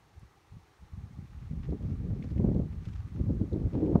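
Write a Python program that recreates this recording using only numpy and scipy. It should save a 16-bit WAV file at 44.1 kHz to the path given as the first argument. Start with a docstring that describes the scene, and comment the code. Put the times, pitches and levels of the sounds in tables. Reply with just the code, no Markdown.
"""A quiet hiss hangs over cold open ground. Soon swirls of air (eddies) sweep past the opening of a
bare microphone: they rumble, and single hard ones thump. Faint ticks, then rustles, of cloth and
quills sit close by. The gusts build up, and the faster the air, the higher the rumble reaches.
A few fast gusts, most of them near the end, also hum in the opening."""
import sys
import numpy as np
from scipy import signal
from scipy.fft import rfft, irfft
from scipy.io import wavfile
from scipy.ndimage import uniform_filter1d, map_coordinates

SR = 44100
rng = np.random.default_rng(int(sys.argv[2]) if len(sys.argv) > 2 else 0)


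def store_pcm(level_fs):
    """Save levels as 16-bit WAV."""
    pcm = np.round(np.clip(level_fs, -1, 1) * 32767).astype(np.int16)
    wavfile.write(sys.argv[1], SR, np.atleast_2d(pcm).T)


N = 176400
TIME = np.arange(N) / SR
FREQS = np.maximum(np.fft.rfftfreq(N, 1 / SR), 1)
SHORT_TIME = (np.arange(4096) - 2048) / SR  # seconds around the middle of a short sound
SHORT_FREQS = np.maximum(np.fft.rfftfreq(len(SHORT_TIME), 1 / SR), 1)

# Tone of the outdoor hiss (frequency [Hz], relative level [dB])
HISS_TONE = [(30, -7.5), (70, 2), (130, -0.5), (200, -11), (330, -1), (450, -4.5), (620, -10.5),
             (820, -1.5), (1000, -8), (1180, -4.5), (1400, -10.5), (2000, -11), (2900, -17.5),
             (4400, -18.5), (4850, -22.5), (5300, -20.5), (6500, -22), (7600, -27), (9300, -26.5),
             (10400, -33), (11200, -30.5), (15500, -35)]
# How loud the hiss is (time [s], level [dB])
HISS_LEVELS = [(0, -65), (1.2, -64), (2, -64), (3, -63.5), (4, -63.3)]
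# Wind at the opening; faster air lifts the corner, above which the rumble gets weak
# (time [s], relative level [dB], corner [Hz])
GUSTS = [(0, -65, 270.4), (.14, -65, 226.2), (.18, -53.5, 135.7), (.24, -45.5, 175.4), (.31, -69, 196),
         (.47, -64.5, 230.1), (.52, -45, 190.3), (.58, -48.5, 219.9), (.66, -70, 194.8), (.77, -73, 230.1),
         (.83, -38.5, 124.2), (.9, -65, 189.4), (.94, -41.5, 143.1), (1.05, -44, 235), (1.1, -49.5, 259.7),
         (1.15, -39.5, 200.5), (1.2, -42.5, 231.3), (1.29, -51, 215.7), (1.45, -35.5, 214.7),
         (1.55, -36, 254.2), (1.61, -31.5, 189.7), (1.67, -32.5, 254.4), (1.735, -29, 381.4),
         (1.78, -40.5, 298.7), (1.86, -28.5, 335.3), (1.93, -33, 299.7), (1.97, -35, 231.9),
         (2.06, -27.5, 355.6), (2.19, -33, 320.9), (2.24, -37, 360.2), (2.34, -31, 294.2),
         (2.41, -23.5, 411.4), (2.6, -28, 429), (2.68, -34, 314.5), (2.88, -34, 239.9), (3, -34.5, 180.1),
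         (3.14, -40.5, 294.6), (3.21, -26.5, 310.7), (3.25, -30, 280.6), (3.31, -28.5, 370.4),
         (3.37, -31, 290.4), (3.42, -28.5, 386.1), (3.48, -39, 396.2), (3.54, -27.5, 448.5),
         (3.58, -32, 400), (3.66, -26.5, 333.4), (3.7, -39.5, 398.8), (3.76, -30, 539), (3.92, -29, 530),
         (4, -26, 512.3)]
# How well the opening and the microphone pass each pitch (frequency [Hz], gain [dB])
MIC_RESPONSE = [(15, -42.5), (28, -23.5), (42, -9), (60, .5), (110, 0), (190, -0.02), (320, -3), (560, 0),
                (850, 0.5), (1300, 0.5), (2500, 0.5)]
# Single hard eddies (time [s], relative level [dB], swing rate [Hz], corner of the small eddies [Hz])
THUMPS = [(.181, -41, 73.4, 130), (.232, -39, 108, 220), (0.829, -43, 69, 190), (0.939, -34, 70, 190),
          (1.04, -38, 98, 257), (1.19, -31, 135, 330), (1.535, -27, 136, 300), (1.731, -18, 189, 536),
          (1.922, -21.5, 92, 360), (2.11, -27, 127, 494), (2.199, -26, 137, 433), (2.461, -24, 137, 540),
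          (2.598, -18.5, 150, 630), (3.206, -21, 94, 330), (3.416, -19, 200, 456), (3.619, -27, 193, 560),
          (3.658, -16, 66, 150), (3.958, -10, 180, 733)]
# Light taps of cloth and quills (time [s], level [dB], pitch [Hz])
TAPS = [(0.193, -71.5, 8000), (1.705, -67, 3300), (1.826, -63, 3200), (1.853, -73, 5500),
        (2.225, -54.5, 2380), (2.31, -67, 4500), (2.379, -54.5, 2200), (2.544, -63.5, 3300),
        (2.724, -60.5, 2270), (2.856, -57.5, 2600), (2.933, -61, 2800), (3.53, -60.5, 3900),
        (3.862, -63, 2520), (3.952, -61.5, 3200)]
# Strokes of rustling (start [s], length [s], relative level [dB], treble cutoff [Hz])
STROKES = [(1.237, 3.8, -71.5, 2570), (1.612, .1, -72, 4000), (1.825, 0.14, -74.5, 7000),
           (2.218, .11, -68.5, 7000), (2.835, 0.053, -64, 9000), (2.89, 0.11, -68.5, 9000),
           (2.997, .2, -79, 7000), (3.719, 0.16, -67, 3500)]
# Tone of the rustling (frequency [Hz], relative level [dB])
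RUSTLE_TONE = [(500, -8), (1200, 3.5), (2300, 0), (4000, -4.5), (6500, -7), (9000, -19.5), (15000, -33)]
# Gusts that make the opening hum (start [s], length [s], level [dB])
HUM_GUSTS = [(1.718, 0.038, -38), (3.40, 0.048, -37.5), (3.52, 0.047, -34.5), (3.735, 0.087, -32),
             (3.81, 0.12, -27.5)]


def undb(db):
    """Turn decibels into a number to multiply by."""
    return 10 ** (np.asarray(db) / 20)


def unit(x):
    """Scale a signal to an average strength (rms) of 1."""
    return x / np.sqrt(np.mean(x ** 2))


def curve(table, column=1):
    """One column of a table, joined by straight lines in time."""
    rows = np.array(table)
    return np.interp(TIME, rows[:, 0], rows[:, column])


def shaped(gain, x=None):
    """Noise (or x) with the given gain at each frequency, at strength 1."""
    spectrum = rng.standard_normal(2 * len(gain)).view(complex) if x is None else rfft(x)
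    return unit(irfft(spectrum * gain))


def tone(points):
    """Gain at each frequency from (frequency [Hz], level [dB]) points."""
    hz, db = np.array(points).T
    return undb(np.interp(np.log(FREQS), np.log(hz), db))


def resonance(freqs, hz, width_hz):
    """Gain that favours the frequencies near hz."""
    return 1 / (1 + ((freqs ** 2 - hz ** 2) / (freqs * width_hz)) ** 2)


def flutter(rate_hz, depth_db):
    """A gain that wavers at random."""
    wander = shaped(np.exp(-(FREQS[:len(SHORT_TIME) + 1] / rate_hz) ** 2))
    gain = unit(undb(depth_db * np.clip(wander, -2, 2)))
    return np.interp(TIME, np.linspace(0, TIME[-1], len(gain)), gain)


def swell(start, length, db, edge_s):
    """A gain that fades in, holds and fades out."""
    rise = np.clip((TIME - start) / edge_s + .5, 0, 1)
    fall = np.clip((TIME - start - length) / edge_s + .5, 0, 1)
    return undb(db) * (rise - fall)


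def add(out, time, sound):
    """Mix in a short sound with its middle at the given time."""
    at = int(time * SR) + np.arange(len(sound)) - len(sound) // 2
    inside = (at >= 0) & (at < N)
    out[at[inside]] += sound[inside]


def outdoor_hiss():
    """Hiss of the open ground: the middle pitches flicker band by band, the top stays smooth."""
    hiss = shaped(tone(HISS_TONE))
    spectrum = rfft(hiss)
    for hz in 800 * 1.4 ** np.arange(4):
        band = irfft(spectrum * np.exp(-(np.log(FREQS / hz) / 0.12) ** 2), N)
        hiss = hiss + band * (flutter(rate_hz=42, depth_db=2.5) - 1)
    return hiss * undb(curve(HISS_LEVELS))


def eddies(freqs, corner_hz, steepness=5.32):
    """Pressure of swirling air: strong in the bass, falling steeply above the corner."""
    return shaped((1 + (freqs / corner_hz) ** 2) ** (-steepness / 2))


def wind_rumble(boost_db=0.5):
    """The gust carries eddies past the opening; the small ones come in bursts."""
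    corner_hz = curve(GUSTS, column=2)
    mean_hz = corner_hz.mean()
    pressure = eddies(FREQS, mean_hz)
    large = signal.sosfiltfilt(signal.butter(2, mean_hz / 2, fs=SR, output="sos"), pressure)
    small = (pressure - large) * flutter(rate_hz=70, depth_db=4.5)
    travelled = np.cumsum(corner_hz) / mean_hz  # faster air brings the eddies by sooner
    passing = map_coordinates(large + small, [travelled], mode="mirror")
    power = uniform_filter1d(uniform_filter1d(passing ** 2, int(.04 * SR)), int(.045 * SR))
    steady = passing / np.sqrt(power)  # even out chance swells, so the gusts set the level
    return steady * flutter(rate_hz=35.8, depth_db=2.5) * undb(curve(GUSTS) + boost_db)


def through_microphone(pressure):
    """The opening and the microphone colour the wind and weaken its deepest bass."""
    gain = np.interp(SHORT_FREQS, FREQS, tone(MIC_RESPONSE))
    click_response = np.fft.fftshift(irfft(gain)) * np.hanning(len(SHORT_TIME))
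    return signal.fftconvolve(pressure, click_response, mode="same")


def eddy_thumps(breakup_db=-9, breakup_half_cycles=1.24):
    """A hard eddy swings the pressure once and breaks up into smaller ones."""
    out = np.zeros(N)
    for time, db, swing_hz, corner_hz in THUMPS:
        cycles = SHORT_TIME * swing_hz
        swing = (1 - 2 * (np.pi * cycles) ** 2) * np.exp(-(np.pi * cycles) ** 2)
        breakup = eddies(SHORT_FREQS, corner_hz) * np.exp(-(cycles / breakup_half_cycles) ** 2)
        add(out, time, undb(db) * (swing + undb(breakup_db) * breakup))
    return out


def ticks(decay_s=0.0063):
    """Light, dry touches that die away within milliseconds."""
    out = np.zeros(N)
    decay = (SHORT_TIME >= 0) * np.exp(-abs(SHORT_TIME) / decay_s)
    for time, db, hz in TAPS:
        noise = shaped(resonance(SHORT_FREQS, hz, width_hz=0.56 * hz))
        add(out, time, undb(db) * decay * noise)
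    return out


def rustles(slips_per_s=1000):
    """Cloth and quills make many tiny slips, which blur into uneven strokes."""
    slipping = rng.random(N) < slips_per_s / SR
    slip_db = -np.minimum(rng.exponential(size=N), 4)
    slips = slipping * rng.standard_normal(N) * undb(slip_db)
    scratch = shaped(tone(RUSTLE_TONE), slips) * flutter(rate_hz=80, depth_db=3)
    out = np.zeros(N)
    for start, length, db, cutoff_hz in STROKES:
        softened = signal.lfilter(*signal.butter(2, cutoff_hz, fs=SR), scratch)
        out += softened * swell(start, length, db, edge_s=0.036)
    return out


def opening_hum(hz=311.5):
    """Fast air blows across the opening and makes it ring with a broad, hollow hum."""
    treble_cut = 1 / (1 + (FREQS / (2 * hz)) ** 4)
    hum = shaped(resonance(FREQS, hz, width_hz=156) * treble_cut)
    return hum * sum(swell(start, length, db, edge_s=0.016) for start, length, db in HUM_GUSTS)


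def scene():
    """Wind on the microphone and the small sounds around it, in one channel."""
    wind = through_microphone(wind_rumble() + eddy_thumps())
    return (outdoor_hiss() + wind + ticks() + rustles() + opening_hum())[None]


def record(dry, fade_s=.004, cutoff_hz=15700):
    """The sound ends with a very quick fade and loses its highest treble."""
    fade = np.clip((TIME[-1] - TIME) / fade_s, 0, 1)
    treble_cut = signal.ellip(10, .2, 70, cutoff_hz, fs=SR, output="sos")
    return signal.sosfilt(treble_cut, dry * fade)


dry = scene()
out = record(dry)
store_pcm(out)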